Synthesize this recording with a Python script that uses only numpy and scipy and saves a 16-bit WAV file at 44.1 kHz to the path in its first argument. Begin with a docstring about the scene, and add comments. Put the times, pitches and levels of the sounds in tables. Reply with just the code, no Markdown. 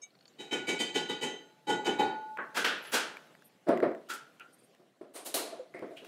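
"""Small hard kitchen: a plastic measuring spoon is tapped ten times on the rim of a steel mixing bowl.
Then jar, lid and spoon are set down and handled on the counter; a badge clip jingles over a faint room hum.
Steel, jar glass and clip are sums of decaying modes; knocks are coloured noise with room decay.
Ticks are a damped note plus a noise crack; the hum is patchy filtered noise. Many blows swell in over 10-30 ms."""
import sys
import numpy as np
from scipy import signal
from scipy.fft import rfft, irfft, next_fast_len
from scipy.io import wavfile
from scipy.ndimage import uniform_filter1d

SR = 44100
rng = np.random.default_rng(int(sys.argv[2]) if len(sys.argv) > 2 else 0)


def wrap_up_sound(samples):
    """Save the sound to the file named by the first command line argument, as 16-bit audio."""
    columns = np.atleast_2d(samples).T
    # keep every value between -1 and 1, then stretch to whole-number steps
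    tamed = np.clip(columns, -1, 1)
    steps = np.round(tamed * 32767).astype(np.int16)
    wavfile.write(sys.argv[1], SR, steps)


N = 267731
TIME = np.arange(SR) / SR  # one second

# Room decay. Each row: frequency in Hz, T60 in seconds before the length factor.
KITCHEN_T60 = [(150, 0.55), (500, 0.63), (2000, 0.54), (5000, 0.44), (10000, 0.33), (16000, 0.16)]
# Room noise colour. Each row: frequency in Hz, relative level in dB.
HUM_SPECTRUM = [(18, -74.5), (30, -74.5), (138, -1.5), (801, -6), (866, -18), (1010, -11.5), (4190, -18.5),
                (4530, -21), (5450, -22.5), (13000, -30), (16000, -35.5)]
# Room noise envelope. Each row: time in seconds, level in dB.
HUM_LEVEL = [(0, -70), (.35, -66), (1.598, -67), (3.198, -60), (3.6, -67.5), (4.3, -64), (4.7, -65.5),
             (4.948, -71.5), (5.7, -68), (6.07, -60.5)]

# Metal chinks. Each row: start in seconds, level in dB, lowest mode in Hz, highest mode in Hz.
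CHINKS = [(.268, -74.5, 5670, 7500), (2.76, -88, 15100, 15200), (2.811, -76.5, 10850, 11500),
          (2.852, -69, 11000, 11350), (2.87, -78, 15200, 15540), (3.44, -64, 8230, 12500),
          (3.46, -61, 8900, 15700), (4.525, -62.5, 8100, 12760), (4.58, -70, 8500, 12400),
          (4.629, -68, 8180, 12200)]
# Small dry ticks. Each row: time in seconds, level in dB, pitch in Hz, treble in dB.
TICKS = [(0.106, -59, 4300, -27), (0.1525, -55, 4360, -31), (.1894, -59, 4200, -25),
         (0.209, -53, 4420, -31), (.226, -60, 4400, -25), (0.2554, -48, 4420, -31), (.2796, -50, 4470, -14),
         (.338, -65, 4400, -22), (2.3732, -28.5, 1970, -29), (2.84, -33, 1540, -19), (3.17, -33, 2320, -21),
         (3.272, -51, 2170, -5), (3.3516, -45, 1950, -19), (3.423, -44.5, 1510, -24),
         (3.689, -25.5, 1480, -16), (3.7748, -27, 2010, -23), (3.803, -26.5, 1910, -28),
         (3.917, -48, 1840, -15), (3.9494, -37, 1880, -22), (4.135, -33, 2410, -10), (4.398, -43, 2720, -6),
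         (4.749, -52, 1850, 1), (5.7404, -38.5, 2000, -22), (5.7935, -42, 1640, -14),
         (6.0479, -43, 2630, -11)]
# Spoon brushing the glass jar. Each row: mode in Hz, strength in dB, T60 in seconds.
CLINK_MODES = [(2280, -4, 0.2), (2940, -13, 0.19), (3810, -7.5, 0.19), (5400, 7, 0.042),
               (6400, 12.5, 0.082), (6960, -5, 0.1), (7730, -12, 0.13), (8130, -6, 0.078),
               (8586, -4, 0.083)]
# The brush itself: start in seconds, level in dB, swell in seconds.
CLINK_EVENT = (0.016, -46.5, 0.02)

# Dull knocks on the counter. Each row: start in seconds, level in dB, swell in seconds, tail length factor,
# treble in dB, own note in Hz, boost of that note in dB.
THUMPS = [(3.664, -25.5, 0.023, 0.57, -7, 650, 4), (3.69, -24, 0.0024, 0.85, -8, 506, 1),
          (3.822, -24, 0.0051, 0.6, -16.5, 2090, 4.5), (4.79, -60, 0.0096, 0.56, -1.5, 680, 0.5),
          (5.011, -47.5, 0.0014, 0.72, -0.5, 680, -1.5), (5.52, -43.5, 0.0086, 0.64, -7.5, 660, 11),
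          (5.593, -42, .0034, 0.37, 5, 512, 24.5), (5.743, -45, 0.0034, 0.94, 3, 2100, 20),
          (5.821, -37.5, 0.0031, 0.45, -15, 503, 7.5), (5.905, -48, 0.004, 0.81, 5, 656, 9),
          (6.011, -51, 0.01, .97, -8, 405, 11)]
# Jar and lid set down. Each row: columns as in THUMPS.
CLACKS = [(2.378, -34, 0.0092, 0.59, -55, 1107, 12.5), (2.542, -26, 0.032, .98, 1.2, 1500, -1),
          (2.638, -26, 0.0094, 0.96, -3.5, 3320, 7), (2.838, -47, .013, .98, 0, 2800, 7),
          (2.915, -23, 0.029, 0.91, 6, 1780, -2), (4.085, -35, 0.018, 0.73, 7, 1360, 12.5),
          (4.133, -43, 0.0024, .58, 20.5, 1363, 24), (4.395, -49, 0.0058, 0.58, -19, 1390, 16),
          (4.4, -53.5, 0.0071, 0.22, 10, 2630, 41), (5.958, -48.5, 0.015, 0.57, 12.5, 2760, 20.5),
          (6.044, -59, 0.0025, .91, 9, 2900, 7)]
# Bright cracks of a plastic tub. Each row: columns as in THUMPS.
CRACKS = [(5.134, -39.5, .03, 0.9, -2, 8940, 9), (5.244, -36.5, .02, 0.82, 5.5, 3860, 1.5),
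          (5.3405, -29.5, 0.0015, 1.08, 0.4, 4100, 5)]
# Kinds of knock. Each holds: bass in dB, relative width of a note at 1 kHz, power by which higher notes widen.
THUMP_KIND = (0.96, 0.12, 0.71)
CLACK_KIND = (-0.5, 0.036, 2.34)
CRACK_KIND = (.1, 0.089, .05)
# Body colours. Each row: frequency in Hz, relative level in dB.
COUNTER_SPECTRUM = [(35, -83), (60, -89.5), (130, -20.5), (354, -1), (458, -7.5), (682, -4.5), (785, -18),
                    (1470, -21), (2840, -35.5), (4970, -37.5), (6740, -51), (8920, -37.5), (16000, -72)]
JAR_SPECTRUM = [(71, -64), (120, -75), (192, -13), (436, -6), (789, -12), (856, -8), (1140, -10.5),
                (1490, 0), (2150, -11), (3310, -10.5), (3590, -14.5), (11500, -24), (16000, -25.5)]
TUB_SPECTRUM = [(71, -64), (120, -37), (312, -3.5), (563, -7), (704, -3), (764, -10), (1150, -11.5),
                (1650, -17), (4220, -15), (5610, -17.5), (10500, -12), (15500, -17)]
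# Low modes of the counter top. Each row: mode in Hz, strength in dB, T60 in seconds before the length factor.
COUNTER_MODES = [(225, -6, .2), (300, -3, .2), (362, 0, .22), (443, -1, .2), (520, -4, .18), (580, -5, .16),
                 (676, -4, .2)]

# Spoon taps on the rim. Each row: start in seconds, level in dB, swell in seconds, thud into the counter in dB,
# treble in dB, sustained ring in dB.
TAPS = [(0.383, -42, .023, -2, -3.5, 1), (.508, -28.5, 0.023, -3.5, -7, -5),
        (0.666, -28, 0.026, -5, -0.5, 3.5), (.786, -28.5, 0.019, -6, 1, -3),
        (.939, -27.5, 0.021, -5.5, -3.5, -20.5), (1.084, -36.5, .015, -1, -3, -12),
        (1.207, -29, 0.027, -3.5, -0.5, -13), (1.668, -31, 0.032, 3.5, 2, 11.5),
        (1.843, -30.5, 0.025, 2.5, -3, 1.5), (1.983, -33.5, 0.016, 5.5, -6, 15.5)]
# Bowl modes. Each row: frequency in Hz.
BOWL_HZ = [792, 848, 925, 1220, 1462, 1740, 1800, 1980, 2275, 2506, 2611, 2988, 3070, 3108, 3567, 3821,
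           3968, 4255, 4730, 5346, 5710, 5990, 6340, 6505, 6870, 7370, 7635, 7930, 8170, 8590]
# Same modes. Each row: strength in dB, T60 in seconds before TAP_TAIL.
BOWL_DECAY = [(-12, 0.27), (-5.5, 0.4), (-12, 0.23), (-10.5, 0.072), (-11, 0.8), (-3, 0.049), (-9.5, 0.15),
              (-9, 0.4), (-0.5, 0.1), (-1.5, 0.1), (-14.5, 0.2), (-1, 0.14), (3.5, 0.12), (-8, 0.35),
              (-15, 0.4), (1, 0.095), (-25.5, 1), (-12, 0.12), (-4, 0.071), (-21, 0.27), (-21, 0.073),
              (-33.5, 0.089), (-22, 0.64), (-9.5, 0.094), (-48, 0.18), (-11, 0.086), (-26, 0.75),
              (-20, 0.12), (-22, 0.13), (-13, 0.077)]
# Rim modes that sing on. Each row: frequency in Hz.
SINGING_HZ = [865, 1462, 1978, 4458]
# Same rim modes. Each row: strength in dB, T60 in seconds.
SINGING_DECAY = [(-18.5, 3.1), (-27.5, 1.06), (-24.5, 0.58), (-32.5, 0.55)]
# The singing is cut short: time in seconds, gain from then on in dB.
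SINGING_CUT = (2.372, -12)
# Dense modes of the bowl wall. Each row: frequency in Hz, relative level in dB.
WALL_SPECTRUM = [(300, -14), (700, -11), (1300, -8.5), (2500, 1.5), (4500, -11.5), (7000, 2), (10000, -9.5),
                 (16000, -21)]
# Counter under the bowl. Each row: frequency in Hz, relative level in dB.
FOOT_SPECTRUM = [(60, -58.5), (130, -14.5), (220, -6.5), (370, 0), (450, -1), (600, -15.5), (800, -10),
                 (1200, -25), (3000, -43)]

SCATTER_DB, WAVER_HZ = 3, 46.5  # spread of mode strengths; rate of new random waver values
CHINK_T60_S, CHINK_SHORTENS = 0.18, 0.63  # T60 at about 1 kHz spread; power by which wider ones die sooner
TICK_T60_S_PER_KHZ, TICK_BASS_DB = 0.0059, -6.5  # higher ticks ring longer; crack level at 500 Hz
LOW_DB_PER_THUD_DB, LOW_DB = 1.96, 1.96  # a tap that thuds more stirs the low modes more; offset
TAP_TAIL = 0.81  # length factor
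BASS_CUT_HZ, TOP_HZ, EDGE_HZ = 85, 15950, 250


def amp(db):
    """Amplitude of a level in dB."""
    return 10 ** (np.asarray(db) / 20)


def unit(x):
    """x at rms 1."""
    return x / np.sqrt(np.mean(x ** 2) + 1e-20)


def along(points, hz):
    """(Hz, value) points interpolated on a log frequency axis."""
    f, v = np.transpose(points)
    return np.interp(np.log(hz + 1), np.log(f + 1), v)


def filtered(x, response):
    """x times a response of frequency."""
    m = next_fast_len(len(x) + 8192)
    spectrum = rfft(x, m) * response(np.fft.rfftfreq(m, 1 / SR))
    return irfft(spectrum, m)[:len(x)]


def add(out, start_s, sound):
    """Mixes a sound in at start_s."""
    part = out[max(round(start_s * SR), 0):][:len(sound)]
    part += sound[:len(part)]


def swell(rise_s):
    """A quick start well below full level, then a steady climb in dB over rise_s."""
    climb = np.clip(TIME / max(rise_s, 1e-4), 0, 1)
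    return amp(-23 * (1 - climb)) * np.clip(4 * climb, 0, 1)


def dip(out, start_s, rise_s):
    """Earlier tails dip as a new blow swells in: the part taken away."""
    old = np.pad(out, (0, SR))[round(start_s * SR):][:SR]
    return -.8 * (1 - swell(rise_s)) * old


def ring(modes, t, scatter_db, waver=0):
    """Decaying modes at random strengths and phases; random waver stands for beating close neighbours."""
    out = np.zeros(len(t))
    knots = np.arange(int(t[-1] * WAVER_HZ) + 2)
    for hz, db, t60_s in modes:
        in_phase, quadrature = [
            waver * np.interp(t * WAVER_HZ, knots, rng.standard_normal(len(knots))) for _ in range(2)]
        phase = 2 * np.pi * (hz * t + rng.random())
        decay = amp(db + rng.normal(0, scatter_db) - 60 * t / t60_s)
        out += decay * ((1 + in_phase) * np.sin(phase) + quadrature * np.cos(phase))
    return out


def echoes(colour_db, length=0.97):
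    """A blow of the given colour heard as room echoes: each band dies at its own speed, start rms 1."""
    hz, t, z = signal.stft(rng.standard_normal(SR), SR, nperseg=256)
    t60_s = length * along(KITCHEN_T60, hz)
    tail = signal.istft(z * amp(-60 * t / t60_s[:, None]), SR, nperseg=256)[1][:SR]
    tail = filtered(tail, lambda f: amp(colour_db(f)))
    return tail / np.std(tail[:SR // 40])


def roomy(x, direct_db):
    """x with its own echoes, which blur its lines."""
    wet = signal.fftconvolve(x, echoes(lambda f: 0 * f, length=0.87))[:SR]
    early = SR // 15
    return amp(direct_db) * x + wet * np.std(x[:early]) / np.std(wet[:early])


def thud(colour_db, length):
    """The counter top: its low modes over a dense dull tail."""
    modes = [(hz, db + colour_db(hz) - colour_db(362), length * t60_s) for hz, db, t60_s in COUNTER_MODES]
    knock = ring(modes, TIME, SCATTER_DB)
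    return echoes(colour_db, length) + amp(-3.5) * knock / np.std(knock[:SR // 40])


def hum():
    """Room noise whose level is patchy in time and frequency."""
    z = signal.stft(rng.standard_normal(N), nperseg=512)[2]
    patches = uniform_filter1d(rng.standard_normal(z.shape), 5, 0)
    patches = uniform_filter1d(patches, 6, 1)
    air = signal.istft(z * amp(2.5 * unit(patches)), nperseg=512)[1][:N]
    coloured = unit(filtered(air, lambda f: amp(along(HUM_SPECTRUM, f))))
    time_s, level_db = np.transpose(HUM_LEVEL)
    return amp(np.interp(np.arange(N) / SR, time_s, level_db)) * coloured


def chinks():
    """Small metal parts touch: many scattered short modes."""
    out = np.zeros(N)
    for start_s, db, low_hz, high_hz in CHINKS:
        spread_khz = abs(high_hz - low_hz) * 1e-3
        t60_s = CHINK_T60_S * (spread_khz + .01) ** -CHINK_SHORTENS
        modes = [(hz, 0, t60_s) for hz in low_hz + (high_hz - low_hz) * rng.random(size=20)]
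        add(out, start_s, amp(db) * swell(0.019) * ring(modes, TIME, 2 * SCATTER_DB, waver=1.2))
    return out


def ticks():
    """A short damped note with a noise crack around it."""
    out, t = np.zeros(N), TIME[:SR // 20]
    for time_s, db, hz, treble_db in TICKS:
        colour = [(100, TICK_BASS_DB - 28), (500, TICK_BASS_DB), (hz, 0),
                  (2.0 * hz, treble_db), (16000, treble_db - 9.5)]
        puff = amp(-60 * t / (TICK_T60_S_PER_KHZ * hz * 1e-3)) * swell(0.0012)[:len(t)]
        crack = filtered(puff * rng.standard_normal(len(t)), lambda f: amp(along(colour, f)))
        crack = crack / np.max(np.abs(crack))
        note = puff * np.sin(2 * np.pi * hz * t)
        add(out, time_s - .001, amp(db) * (0.96 * note + 0.72 * crack))
    return out


def clink():
    """One light glassy touch: a few wavering modes of the jar."""
    out, (start_s, db, rise_s) = np.zeros(N), CLINK_EVENT
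    add(out, start_s, amp(db) * swell(rise_s) * ring(CLINK_MODES, TIME, SCATTER_DB / 2, waver=1.0))
    return out


def knocks(events, kind, spectrum, body):
    """Blows that hardly ring: the object's colour with a note of its own, decaying in the room."""
    out, (bass_db, width, wider) = np.zeros(N), kind
    for start_s, db, rise_s, length, treble_db, own_hz, own_db in events:
        tilt = [(700, bass_db), (1300, 0), (1900, 0), (8000, treble_db)]
        spread = width * (own_hz * 1e-3) ** wider

        def colour_db(f):
            """Body colour, tilt and own note."""
            own_note = own_db * np.exp(-(np.log((f + 1) / own_hz) / spread) ** 2)
            return along(spectrum, f) + along(tilt, f) + own_note

        blow = amp(db) * swell(rise_s) * body(colour_db, max(length, .02))
        add(out, start_s, dip(out, start_s, rise_s) + blow)
    return out


def thumps():
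    """Dull knocks that excite the counter's low modes."""
    return knocks(THUMPS, THUMP_KIND, COUNTER_SPECTRUM, thud)


def clacks():
    """Jar and lid set down: jar colour in room echoes."""
    return knocks(CLACKS, CLACK_KIND, JAR_SPECTRUM, echoes)


def cracks():
    """Plastic tub: bright noise in room echoes."""
    return knocks(CRACKS, CRACK_KIND, TUB_SPECTRUM, echoes)


def bowl():
    """Each tap rings the steel, thuds through its foot into the counter and feeds the singing rim modes."""
    out, singing = np.zeros(N), np.zeros(N)
    long = np.arange(2 * SR) / SR
    rim = [(hz, db, t60_s) for hz, (db, t60_s) in zip(SINGING_HZ, SINGING_DECAY)]
    for start_s, db, rise_s, thud_db, treble_db, sing_db in TAPS:
        low_db = LOW_DB + LOW_DB_PER_THUD_DB * thud_db
        tilt = [(1100, low_db), (2200, 0), (4000, 0.0068), (9000, treble_db)]
        modes = [(hz, mode_db + along(tilt, hz), TAP_TAIL * t60_s)
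                 for hz, (mode_db, t60_s) in zip(BOWL_HZ, BOWL_DECAY)]
        steel = amp(-3) * roomy(ring(modes, TIME, SCATTER_DB / 2, waver=0.37), direct_db=4)
        wall = amp(-9.5) * echoes(lambda f: along(WALL_SPECTRUM, f) + along(tilt, f), TAP_TAIL)
        foot = amp(thud_db) * thud(lambda f: along(FOOT_SPECTRUM, f), TAP_TAIL)
        add(out, start_s, dip(out, start_s, rise_s))
        add(out, start_s, amp(db) * swell(rise_s) * (steel + wall + foot))
        singing[round(start_s * SR):] *= .3  # the spoon's touch stills most of the old ring
        build_up = 1 - np.exp(-long / 0.049)
        add(singing, start_s, amp(db + sing_db) * build_up * ring(rim, long, SCATTER_DB / 2))
    cut_s, cut_db = SINGING_CUT
    singing[round(cut_s * SR):] *= amp(cut_db)
    return out + singing


def scene():
    """One microphone feeds both channels."""
    mono = hum() + chinks() + ticks() + clink() + thumps() + clacks() + cracks() + bowl()
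    return np.array([mono, mono])


def record(dry):
    """The microphone drops the deep bass; nothing is kept above the band limit."""
    def band(hz):
        """Bass cut times upper band edge."""
        bass_cut = hz ** 2 / np.hypot(hz ** 2, BASS_CUT_HZ ** 2)
        return np.clip((TOP_HZ - hz) / EDGE_HZ, 0, 1) ** 2 * bass_cut

    return np.array([filtered(x, band) for x in dry])


dry = scene()
out = record(dry)
wrap_up_sound(out)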